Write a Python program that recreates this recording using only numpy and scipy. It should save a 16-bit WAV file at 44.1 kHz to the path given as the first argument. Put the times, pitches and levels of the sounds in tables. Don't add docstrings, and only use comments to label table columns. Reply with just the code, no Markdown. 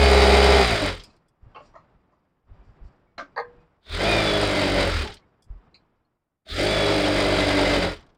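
import sys
import numpy as np
from scipy import signal
from scipy.fft import rfft, irfft, next_fast_len
from scipy.io import wavfile
from scipy.ndimage import uniform_filter1d, map_coordinates

SR = 44100
rng = np.random.default_rng(int(sys.argv[2]) if len(sys.argv) > 2 else 0)


def put_to_file(sound):
    columns = np.atleast_2d(sound).T
    safe = np.clip(columns, -1, 1)
    whole_steps = np.round(safe * 32767)
    wavfile.write(sys.argv[1], SR, whole_steps.astype(np.int16))


def boost_factor(decibels):
    exponent = np.asarray(decibels, float) / 20
    return 10 ** exponent


N = 360633
T = np.arange(N) / SR


def unit(x):
    return x / np.sqrt(np.mean(x ** 2) + 1e-20)


def along(points, hz):
    f, v = np.transpose(points)
    return np.interp(np.log(hz + 1), np.log(f + 1), v)


def curves(tables):
    rows = []
    for table in tables:
        silence = (-120,) * (len(table[0]) - 1)
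        rows += [(table[0][0] - .02,) + silence, *table, (table[-1][0] + .04,) + silence]
    s, *cols = np.transpose(rows)
    return [np.interp(T, s, c) for c in cols]


def wobble(rate):
    coarse = T[::64]
    knots = rng.standard_normal(int(N * rate / SR) + 4)
    return np.interp(T, coarse, map_coordinates(knots, [coarse * rate]))


def filtered(x, response):
    m = next_fast_len(len(x) + 8192)
    return irfft(rfft(x, m) * response(np.fft.rfftfreq(m, 1 / SR)), m)[:len(x)]


def coloured(x, spectrum):
    return unit(filtered(x, lambda hz: boost_factor(along(spectrum, hz))))


def noise():
    return rng.standard_normal(N)


def lines(turn, speed, orders, response, drift_db, levelled=True, apart=1):
    gains = [boost_factor(db + along(response, k * speed)) for k, db in orders]
    total = 0
    for gain, (k, _) in zip(gains, orders):
        phase = k * turn + apart * (rng.random() - .5)
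        total = total + gain * boost_factor(drift_db * wobble(12)) * np.cos(2 * np.pi * phase)
    return total / (np.sqrt(np.sum(np.square(gains), axis=0) / 2) if levelled else 1)


def causal(x, spectrum):
    ceps = irfft(np.log(boost_factor(along(spectrum, np.fft.rfftfreq(4096, 1 / SR))) + 1e-6))
    ceps[1:2048] *= 2
    ceps[2049:] = 0
    answer = irfft(np.exp(rfft(ceps)))
    return signal.fftconvolve(x, answer / np.linalg.norm(answer))[:N]


def knocks(events, body, level_db):
    push, t = np.zeros(N + SR), T[:SR // 2]
    for s, db, rise, t60 in events:
        swell = 1 - np.exp(-t / max(rise, 1e-4))
        decay = boost_factor(db - 60 * t / max(t60, .01))
        push[round(s * SR):][:len(t)] += decay * swell * rng.standard_normal(len(t))
    return boost_factor(level_db) * causal(push[:N], body)


def rings(rows, attack_s):
    out, t = np.zeros(N + SR), T[:SR // 2]
    for s, db, hz, t60 in rows:
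        envelope = boost_factor(db - 60 * t / t60) * (1 - np.exp(-t / attack_s))
        out[round(s * SR):][:len(t)] += envelope * np.sin(2 * np.pi * hz * t)
    return out[:N]


def swells(rows):
    levels = []
    for s, db, hold, fall, rise in rows:
        levels.append(db - rise * np.clip(s - T, 0, None) - fall * np.clip(T - s - hold, 0, None))
    return np.max(levels, axis=0)


# (time [s], shaft speed [turns/s], running level [dB])
FIRST_BURST = [
    (0.0, 70.07, -23.5),
    (0.11, 66.65, -21.3),
    (0.585, 66.4, -21.3),
    (0.66, 61.27, -21.5),
    (0.795, 51.07, -26),
    (0.884, 46.27, -25.5),
    (0.93, 43.83, -33.5),
    (1.0, 40.86, -46),
    (1.03, 39.7, -56),
    (1.2, 37.63, -101),
]
SECOND_BURST = [
    (3.815, 30.2, -77),
    (3.896, 35.79, -43.5),
    (3.95, 40.33, -31.5),
    (4.085, 56.08, -24.5),
    (4.31, 51.83, -25.5),
    (4.6, 48.33, -25),
    (4.9, 44.15, -25.5),
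    (5.03, 35.62, -28.5),
    (5.14, 33.96, -49),
    (5.25, 33.21, -90),
]
THIRD_BURST = [(6.458, 30.54, -62), (6.5, 34.2, -38), (6.6, 47.86, -26), (6.645, 50.37, -26),
               (6.72, 52.22, -25), (6.974, 50.16, -25), (7.56, 48.4, -24.5), (7.76, 46.13, -24),
               (7.85, 44.3, -27.5), (7.935, 42.71, -35), (8.0, 39.64, -58.5), (8.17, 38.74, -95)]


def shaft():
    speed, running_db = curves([FIRST_BURST, SECOND_BURST, THIRD_BURST])
    speed = np.clip(speed, 25, 80)
    loose = np.clip((68 - speed) / 10, .3, 1)
    turn = np.cumsum(speed * (1 + .003 * loose * wobble(15))) / SR
    return speed, running_db, loose, turn


def brake_unevenness(acceleration, rate):
    return 2 * np.clip(-acceleration / 50, 0, 1) * (wobble(rate) - .5)


# (frequency [Hz], level [dB])
TABLE_RESPONSE = [(30, -10), (48, 0), (58, -2), (67, 7), (80, -2.5), (100, 4.5), (123, -11)]
# (shaft speed [turns/s], level [dB])
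SHAKE_AT_SPEED = [(33, -10.5), (37, 4), (42, 1), (46, -3.5), (52, -6), (57, -0.5), (66, 3.5), (71, 12)]


def table_shake(turn, speed, running_db, loose, acceleration):
    level_db = running_db + along(SHAKE_AT_SPEED, speed) + brake_unevenness(acceleration, 28)
    shake = lines(turn, speed, [(1, 0.8), (2, -1.5)], TABLE_RESPONSE, drift_db=1.2, apart=0)
    rumble = coloured(noise(), [(15, -42.5), (35, 2.0), (110, 1.0), (200, -47.5)])
    shake += boost_factor(-23.5 + 15 * loose) * rumble
    return boost_factor(level_db - 1.5 + .6 * loose * wobble(9.9)) * shake


# (order [multiple of shaft speed], level [dB])
SHAFT_ORDERS = [(3, 1.5), (4, 0), (5, -8), (6, 2), (6.28, -1), (7, 0), (8, -2), (9, -6), (9.4, -9),
                (10, -2), (11, -1), (12, -3), (12.57, 0), (13, -7), (14, -12), (16, -18)]
# (frequency [Hz], level [dB])
BED_RESPONSE = [(140, -5), (175, 5), (197, 1), (240, 0), (266, -9), (291, 9), (310, 1), (345, 1), (398, 7),
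                (418, 12), (440, 0), (475, 1), (515, 3), (565, 6), (610, 6), (660, 6), (740, 5), (830, 2),
                (950, 3)]
# (frequency [Hz], density [dB/Hz])
HUM_COLOUR = [(88, -37), (150, -5), (189, 0.5), (236, -5), (306, -0.5), (467, -0.5), (621, 3.5), (1000, -4),
              (1300, -44.5), (2200, -120)]
# (shaft speed [turns/s], level [dB])
HUM_AT_SPEED = [(33, -4), (37, -3), (41, -3), (45, 1.5), (52, 2), (59, 2.5), (66, 4.5), (71, 2.5)]


def bed_hum(turn, speed, running_db, loose, acceleration, load, braking, rattle):
    level_db = running_db + brake_unevenness(acceleration, 22) + along(HUM_AT_SPEED, speed)
    level_db += 0.94 - 3 * braking
    level_db -= 4.5 * load * np.clip(46 - speed, 0, 1)
    level_db += .6 * loose * wobble(11)
    orders = lines(turn - .065, speed, SHAFT_ORDERS, BED_RESPONSE, drift_db=2.5 * loose, apart=.1 + .9 * loose)
    hum = boost_factor(-1 - 1.5 * loose) * orders
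    hum += boost_factor(-10 + 4.5 * loose) * coloured(rattle * noise(), HUM_COLOUR)
    return boost_factor(level_db) * hum


# (shaft angle [part of a turn], level [dB])
CONTACT_ANGLES = [(0.02, 8), (0.149, -3), (0.297, 3.5), (0.421, -8.5), (0.551, -3.5), (0.638, -10),
                  (.72, -9), (0.832, -0.5), (.92, -4.5)]


def strikes(turn, jitter_s, scatter_db, ring_s):
    t, out = T[:SR // 20], np.zeros(N)
    for angle, db in CONTACT_ANGLES:
        at = np.flatnonzero(np.diff(np.floor(turn - angle)))
        jitter, scatter = rng.standard_normal((2, len(at)))
        at = np.clip(at + np.round(jitter_s * SR * jitter).astype(int), 0, N - 1)
        blows = np.bincount(at, boost_factor(db + scatter_db * scatter), N)
        out += signal.fftconvolve(blows, rng.standard_normal(len(t)) * boost_factor(-60 * t / ring_s))[:N]
    return out / np.sqrt(uniform_filter1d(out ** 2, size=8000) + 1e-3)


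# (frequency [Hz], density [dB/Hz])
CLATTER_COLOUR = [(590, -35), (1000, -7), (1380, -2), (1890, -5.5), (2070, -2), (2640, -7.5), (3860, -6),
                  (4190, -10), (4870, -7.5), (5150, -15), (5450, -15.5), (5700, -20.5), (8180, -24.5),
                  (9080, -23.5), (10300, -40), (14600, -42), (15800, -46.5)]


def part_clatter(turn, speed, loose, rattle):
    tight = np.clip((speed - 30) / 30, .3, 1.3)
    metal = tight * strikes(turn, jitter_s=.00003, scatter_db=2, ring_s=.03)
    return coloured(metal + (0.72 + 0.28 * loose) * rattle * noise(), CLATTER_COLOUR)


# (frequency [Hz], level [dB])
LEVER_COLOUR = [(6000, -30), (7500, -12), (8500, -8), (9100, 0), (9600, -10), (11000, -28), (13500, -24),
                (14600, -17), (15800, -28)]


def thread_lever(turn, speed, scatter_db, t60):
    at, t = np.flatnonzero(np.diff(np.floor(turn - .7))), T[:SR // 40]
    size = boost_factor(scatter_db * np.clip(rng.standard_normal(len(at)), -3, 1.4))
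    snap = boost_factor(-60 * t / t60) * (1 - np.exp(-t / 0.0025))
    swell = signal.fftconvolve(np.bincount(at, size, N), snap)[:N]
    quieter_when_slow = np.clip((speed - 42) / 5, .75, 1)
    return boost_factor(-23.5) * quieter_when_slow * coloured(swell * noise(), LEVER_COLOUR)


# (frequency [Hz], bandwidth [Hz], level [dB])
COVER_MODES = [(3060, 110, -20), (3950, 130, -18), (4550, 80, -24), (4980, 130, -23), (5450, 70, -27),
               (7500, 150, -33)]


def loose_covers(flutter_db):
    total = 0
    for hz, width, db in COVER_MODES:
        ring = unit(filtered(noise(), lambda f: 1 / (1 + (2 * (f - hz) / width) ** 2)))
        total = total + boost_factor(db + flutter_db * (wobble(9) + wobble(30))) * ring
    return total


# (order [multiple of shaft speed], level [dB])
TOOTH_ORDERS = [(25.1, -12), (33, -2), (42, -4), (44, 2), (46, -9), (66, 1), (68, -11)]
# (frequency [Hz], level [dB])
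PLATE_RESPONSE = [(1000, -10), (1320, -9), (1400, 3), (1470, -6), (1600, -1), (1700, -8), (1900, -9),
                  (2050, 3), (2110, -1), (2200, -8), (2310, -3), (2400, 7), (2480, 9), (2620, -12),
                  (2900, -10), (3050, -2), (3200, -9), (3290, -7), (3400, 4), (3700, 4), (3850, -6),
                  (4400, -10), (4550, 2)]


def tooth_whine(turn, speed, load, braking):
    level_db = -10 + 2.5 * load - 7 * braking + 3 * wobble(70)
    whine = lines(turn, speed, TOOTH_ORDERS, PLATE_RESPONSE, drift_db=2.5, levelled=False)
    return boost_factor(level_db) * np.clip((speed - 36) / 6, 0, 1) * whine


# (order [multiple of shaft speed], level [dB])
LOCKED_ORDERS = [(23, 3), (24, 2), (29, -4), (32, -4), (33, 3), (35, -3), (36, 4), (41, -5), (58, -7),
                 (68, -7)]


def full_speed_whine(turn, speed):
    whine = lines(turn, speed, LOCKED_ORDERS, [(1, 0)], drift_db=2, levelled=False)
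    return boost_factor(-16) * np.clip((speed - 61) / 4, 0, 1) * whine


# (frequency [Hz], level [dB])
PULL_UP_COLOUR = [(400, 0), (630, -0.5), (800, 0), (1020, -20), (1250, -1), (2500, 0), (3600, -1),
                  (6000, 2.5)]


def machine():
    speed, running_db, loose, turn = shaft()
    acceleration = np.gradient(speed) * SR
    gaining = np.clip(acceleration / 40, 0, 1)
    pulling = uniform_filter1d(gaining * (T > 6), size=3000)
    starting = uniform_filter1d(gaining * np.clip((46 - speed) / 8, 0, 1), size=1500)
    load = uniform_filter1d(np.clip((acceleration - 22) / 30, 0, 1), size=2000)
    braking = uniform_filter1d(np.clip((-acceleration - 22) / 30, 0, 1), size=2000)
    rattle = boost_factor((4.5 - 2.3 * loose) * np.cos(2 * np.pi * (turn - .7)) + 1.2 * wobble(30))

    shake = table_shake(turn, speed, running_db, loose, acceleration)
    hum = bed_hum(turn, speed, running_db, loose, acceleration, load, braking, rattle)
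    clatter = part_clatter(turn, speed, loose, rattle)
    clatter += thread_lever(turn, speed, scatter_db=3.5, t60=.018)
    clatter += rattle * loose_covers(flutter_db=2.5)
    clatter += tooth_whine(turn, speed, load, braking)
    clatter += full_speed_whine(turn, speed)
    clatter += clutch_bite(starting)
    clatter += singing_lid(speed)
    clatter += pull_up_whine(turn, speed, pulling)
    sparse = np.clip((-36 - running_db) / 10, 0, 1) * (1 - starting)
    clatter *= boost_factor(1.5 * sparse * np.clip(wobble(70) - .5, -2, 1))

    head = hum + boost_factor(running_db - 2.5) * clatter
    hollow = filtered(head, lambda hz: boost_factor(along(PULL_UP_COLOUR, hz)))
    return shake + (1 - pulling) * head + pulling * hollow


# (time [s], level [dB], frequency [Hz], T60 [s])
HANDLED_MODES = [(1.56, -52, 2202, .14), (1.56, -55, 2700, .2), (1.563, -44, 860, 0.18),
                 (1.605, -44.5, 590, 0.14), (1.556, -67, 4506, .3), (1.655, -72, 5700, .3),
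                 (1.76, -42, 668, .09), (1.752, -47, 1007, 0.089), (1.752, -54, 1841, .12),
                 (1.77, -72, 4160, .2), (1.62, -72, 7074, .08), (5.055, -34, 860, .15),
                 (5.085, -41, 790, 0.13), (3.07, -74, 2250, .3), (6.466, -46.5, 640, 0.25),
                 (3.865, -55, 640, .2), (3.895, -44, 620, .15), (6.05, -73, 4300, .05),
                 (4.895, -34, 1415, .25), (4.93, -33, 1370, .15), (.03, -23.5, 630, .2),
                 (.035, -23.5, 680, .2)]


def handled_metal():
    return rings(HANDLED_MODES, attack_s=0.00092)


# (time [s], level [dB])
CLOTH_PULLS = [
    (0.95, -64),
    (1.05, -56.5),
    (1.66, -66.5),
    (2.7, -77),
    (2.86, -75),
    (3.4, -82),
    (5.1, -62),
    (7.98, -67),
]
# (frequency [Hz], density [dB/Hz])
CLOTH_COLOUR = [(1470, -31), (2500, -2.5), (3340, -9), (4390, -5.5), (4670, 2), (5200, -3.5), (5650, -4.5),
                (6350, -17), (7070, -9.5), (8400, -16.5), (9500, -25.5), (12400, -49), (20900, -120)]


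def sliding_cloth(room_db):
    pull_db = swells([(s, db, 0, 180, 150) for s, db in CLOTH_PULLS])
    cloth = coloured(boost_factor(2.2 * wobble(60)) * noise(), CLOTH_COLOUR)
    return boost_factor(np.maximum(room_db - 20, pull_db) - 1.5) * cloth


# (time [s], peak level [dB], rise [s], T60 [s])
COASTING_KNOCKS = [(0.965, -40, .001, .05), (0.995, -32, .004, 0.077), (5.072, -29, .001, 0.059),
                   (5.118, -34.5, .002, 0.082), (5.135, -38, 0.0011, .05), (5.153, -46, .001, .05),
                   (5.168, -42, .001, 0.053), (5.195, -57, .001, .05), (7.972, -45, .001, .05),
                   (7.995, -48, .001, 0.049), (8.006, -52, .001, 0.053), (8.025, -50, .001, 0.046),
                   (8.0645, -55, .001, .04), (8.09, -58, .002, .06), (8.1, -60.5, .001, .04),
                   (8.148, -64, 0.0011, 0.04)]
# (frequency [Hz], density [dB/Hz])
COASTING_COLOUR = [(900, -38), (1600, -5), (2200, -6), (2600, -10), (3100, 1), (4000, -4), (5200, -7),
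                   (7500, -23.5), (12000, -59.5)]


def coasting_parts():
    return knocks(COASTING_KNOCKS, COASTING_COLOUR, -5.0)


# (time [s], room level [dB], hold [s], sink [dB/s])
GATE_OPENINGS = [
    (0.97, -57.5, 0.0099, 50),
    (1.451, -64, 0.33, 23),
    (2.502, -64.5, .4, 34),
    (3.24, -65.5, 0.093, 33.5),
    (3.42, -62.5, 0.16, 48),
    (5.12, -62.5, .03, 39),
    (5.496, -65.5, 0.19, 34),
    (7.978, -57.5, 0.019, 77.5),
]


def gated_level():
    return swells([(*row, 280) for row in GATE_OPENINGS])


# (frequency [Hz], density [dB/Hz])
ROOM_COLOUR = [(47, -22), (80, -12.5), (135, -4.5), (256, -9), (349, -10), (476, -12.5), (1130, -15.5),
               (1880, -24), (4000, -38.5), (5200, -66), (8800, -120)]


def room_murmur(room_db):
    return boost_factor(room_db + 4.0) * coloured(boost_factor(1.3 * wobble(41)) * noise(), ROOM_COLOUR)


# (time [s], level [dB])
HAND_THUMPS = [(0.97, -46), (1.47, -45), (1.96, -54), (2.52, -41.5), (2.69, -45), (2.84, -41), (3.19, -50),
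               (3.58, -52), (5.1, -37), (5.506, -41), (7.98, -46), (8.088, -53)]
# (frequency [Hz], density [dB/Hz])
THUMP_COLOUR = [(12, -29.5), (20, 1), (48, -1), (94, -3), (157, -15.5), (300, -31.5), (390, -56),
                (660, -120)]
# (time [s], level [dB], frequency [Hz], T60 [s])
PALM_LANDINGS = [
    (1.428, -30.5, 50, 0.075),
    (1.458, -44, 120, 0.19),
    (1.475, -45, 35.2, 0.2),
    (2.49, -52, 45.2, 0.16),
    (2.59, -37.5, 48.6, 0.15),
    (2.68, -45, 30.2, .15),
    (2.815, -30.5, 37.8, 0.14),
    (2.85, -28, 50, 0.082),
    (5.5, -23.5, 44.5, 0.13),
    (5.55, -33.5, 45, 0.19),
]


def board_thumps(room_db):
    thump_db = swells([(s, db, 0, 250, 350) for s, db in HAND_THUMPS])
    thump = boost_factor(np.maximum(room_db + 2.5, thump_db) - 3.5) * coloured(noise(), THUMP_COLOUR)
    return thump + rings(PALM_LANDINGS, attack_s=0.0062)


# (time [s], peak level [dB], rise [s], T60 [s])
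THREAD_SNAPS = [(1.036, -37, 0.00094, 0.066), (1.2835, -58, 0.00083, 0.058), (5.1394, -37.5, 0.0011, 0.059),
                (5.4221, -49.5, 0.001, 0.056), (5.4394, -55.5, 0.0014, 0.072), (0.978, -44, .001, .04),
                (1.163, -58, .001, 0.039), (8.007, -53, .001, .03), (8.0645, -57, .001, 0.027),
                (8.147, -61, .001, .03), (8.17, -62, .001, .04)]
# (frequency [Hz], density [dB/Hz])
SNAP_COLOUR = [(1760, -47), (3000, -21), (3390, 2), (3870, -26), (4920, 1.5), (6340, -12.5), (8350, -5.5),
               (9710, -12), (15500, -29.5)]


def thread_snaps():
    return knocks(THREAD_SNAPS, SNAP_COLOUR, -9.0)


# (time [s], peak level [dB], rise [s], T60 [s])
GUIDE_TICKS = [
    (1.0355, -40, 0.0014, 0.046),
    (1.0998, -55.5, 0.002, 0.12),
    (1.1635, -62, 0.0019, 0.11),
    (5.1659, -44, 0.0016, 0.092),
    (5.742, -37, 0.002, 0.086),
    (5.7538, -45.5, 0.0014, 0.12),
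    (8.066, -65.5, 0.0027, 0.11),
]
# (frequency [Hz], density [dB/Hz])
TICK_COLOUR = [(1060, -54), (1800, -31), (2440, -14), (3440, -41), (4090, -7), (4910, -18), (5540, -46),
               (6830, -36), (9000, -49), (11700, -71), (19800, -120)]


def guide_ticks():
    return knocks(GUIDE_TICKS, TICK_COLOUR, -9.5)


# (time [s], level [dB], frequency [Hz], T60 [s])
METAL_RINGS = [
    (3.385, -33, 483, .44),
    (3.385, -34, 1040, .2),
    (1.56, -42, 1085, .2),
    (3.59, -69, 2500, .22),
    (2.61, -72, 2350, .25),
    (1.036, -44, 4920, .1),
    (1.044, -47, 5150, .07),
    (1.10, -61, 2550, .06),
    (5.225, -63, 2200, .08),
    (1.547, -47, 3100, .06),
]


def metal_rings():
    return rings(METAL_RINGS, attack_s=0.00092)


# (time [s], peak level [dB], rise [s], T60 [s])
LIFT_KNOCKS = [
    (1.546, -37, 0.002, 0.28),
    (1.558, -31, 0.0012, 0.18),
    (1.599, -37, 0.002, 0.09),
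    (1.619, -55, 0.002, 0.13),
]
# (frequency [Hz], density [dB/Hz])
LIFT_COLOUR = [(180, -46), (300, -30), (501, -6.5), (586, -15), (757, -3.5), (991, -15), (1100, 0),
               (1780, -27), (2170, -22), (2880, -18), (3670, -40), (4480, -31), (9000, -72), (11700, -89),
               (19800, -120)]
# (time [s], peak level [dB], rise [s], T60 [s])
SHIFT_KNOCKS = [
    (1.736, -39, 0.003, 0.095),
    (1.751, -31.5, 0.0036, 0.19),
    (1.764, -45, 0.003, 0.054),
    (1.799, -57, 0.0028, 0.11),
    (2.119, -53, 0.0032, 0.26),
]
# (frequency [Hz], density [dB/Hz])
SHIFT_COLOUR = [(180, -46), (300, -9), (428, -30), (636, 0.5), (765, -13), (1010, -2), (1280, -2.5),
                (1480, -34), (1900, -15), (2710, -39), (7000, -40), (9100, -72), (15400, -120)]


def lifted_shears():
    return knocks(LIFT_KNOCKS, LIFT_COLOUR, -8.0) + knocks(SHIFT_KNOCKS, SHIFT_COLOUR, -9.5)


# (time [s], peak level [dB], rise [s], T60 [s])
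DROP_KNOCKS = [
    (3.179, -23.5, 0.0019, 0.14),
    (3.191, -26.5, 0.002, 0.16),
    (3.204, -34.5, 0.00198, 0.15),
]
# (frequency [Hz], density [dB/Hz])
DROP_COLOUR = [(88, -52.5), (150, -21), (290, -7.5), (467, -27), (541, -2), (687, -6), (938, -17),
               (1170, -1), (1570, -6.5), (1920, -15.5), (2100, -11.5), (2720, -23.5), (5260, -26.5),
               (7310, -39.5), (12000, -77), (15600, -109), (22000, -120)]
# (time [s], peak level [dB], rise [s], T60 [s])
BLADE_KNOCKS = [
    (3.1797, -33, 0.00093, 0.077),
    (3.3603, -33, 0.0012, 0.04),
    (3.3758, -27, 0.0012, 0.04),
    (3.3873, -29, 0.0012, 0.04),
    (3.3954, -31, 0.0012, 0.09),
]
# (frequency [Hz], density [dB/Hz])
BLADE_COLOUR = [(1880, -51), (3400, -16.5), (4300, 5.5), (4900, -9.5), (5300, -36), (6470, -18),
                (7000, -50), (9100, -66), (15400, -120)]
# (time [s], level [dB], frequency [Hz], T60 [s])
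STEEL_MODES = [(3.18, -36, 4100, 0.053), (3.18, -33.5, 690, 0.14), (3.181, -36, 1573, .1),
               (3.19, -29.5, 1184, 0.096), (3.2, -33.5, 1560, 0.14), (3.2, -47.5, 1378, .2),
               (3.223, -40, 284, 0.13), (3.361, -48, 4560, 0.041), (3.376, -35, 4580, .04),
               (3.387, -42, 4270, 0.037), (3.397, -49, 4600, 0.054), (3.376, -28, 1836, .12),
               (3.38, -28.5, 1240, 0.15), (3.385, -29, 811, 0.16), (3.39, -36.5, 2100, 0.091),
               (3.4, -59, 3445, 0.14)]
# (time [s], peak level [dB], rise [s], T60 [s])
SET_DOWN_KNOCKS = [
    (3.361, -12.5, 0.0055, 0.23),
    (3.375, -5, 0.0027, 0.085),
    (3.384, -6, 0.011, 0.12),
    (3.394, -23, 0.006, 0.18),
]
# (frequency [Hz], density [dB/Hz])
SET_DOWN_COLOUR = [(180, -83.5), (300, -57), (462, 6), (680, -2), (1030, 5), (1260, -5.5), (1400, -24.5),
                   (1560, 2.5), (1830, -1.5), (2600, -29), (3710, -57), (4270, -24), (7210, -85),
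                   (9820, -42), (12000, -84.5), (15600, -112), (22000, -120)]


def landing_shears():
    hits = knocks(DROP_KNOCKS, DROP_COLOUR, -6.0) + knocks(SET_DOWN_KNOCKS, SET_DOWN_COLOUR, -15.5)
    return hits + knocks(BLADE_KNOCKS, BLADE_COLOUR, -14.0) + rings(STEEL_MODES, attack_s=0.00092)


# (frequency [Hz], density [dB/Hz])
BITE_COLOUR = [(2300, -28), (3500, 6.5), (4500, -5), (6000, -33.5)]


def clutch_bite(starting):
    return boost_factor(1 + 1.6 * wobble(65)) * starting * coloured(noise(), BITE_COLOUR)


# (frequency [Hz], level [dB])
LID_COLOUR = [(1970, -50), (2025, -2), (2045, 0), (2070, -5), (2140, -50)]


def singing_lid(speed):
    near = np.clip(np.minimum(speed - 43.5, 51 - speed) / 1.5, 0, 1)
    return boost_factor(-14.5 + 1.5 * wobble(20)) * near * (T > 2) * coloured(noise(), LID_COLOUR)


def pull_up_whine(turn, speed, pulling):
    whine = lines(turn, speed, [(33, -4), (44, 0)], [(1, 0)], drift_db=2, levelled=False)
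    return boost_factor(-7) * pulling * np.clip((50 - speed) / 3, 0, 1) * whine


# (time [s], peak level [dB], rise [s], T60 [s])
SEAM_KNOCK = [
    (7.7, -13.5, .002, .06),
]
# (frequency [Hz], density [dB/Hz])
SEAM_COLOUR = [(500, -27), (1000, -1.5), (1500, 2), (2200, -2), (3000, -18), (6000, -41)]


def seam_knock():
    return knocks(SEAM_KNOCK, SEAM_COLOUR, -5)


def scene():
    room_db = gated_level()
    sewing = machine() + coasting_parts() + seam_knock()
    workshop = sliding_cloth(room_db) + room_murmur(room_db) + board_thumps(room_db)
    small_parts = handled_metal() + thread_snaps() + guide_ticks() + metal_rings()
    return (sewing + workshop + small_parts + lifted_shears() + landing_shears())[None]


def band_limit(x):
    return signal.sosfilt(signal.butter(12, 15960, fs=SR, output="sos"), x)


def record(dry):
    mix = dry + boost_factor(-96.5) * noise()
    return band_limit(mix)


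dry = scene()
out = record(dry)
put_to_file(out)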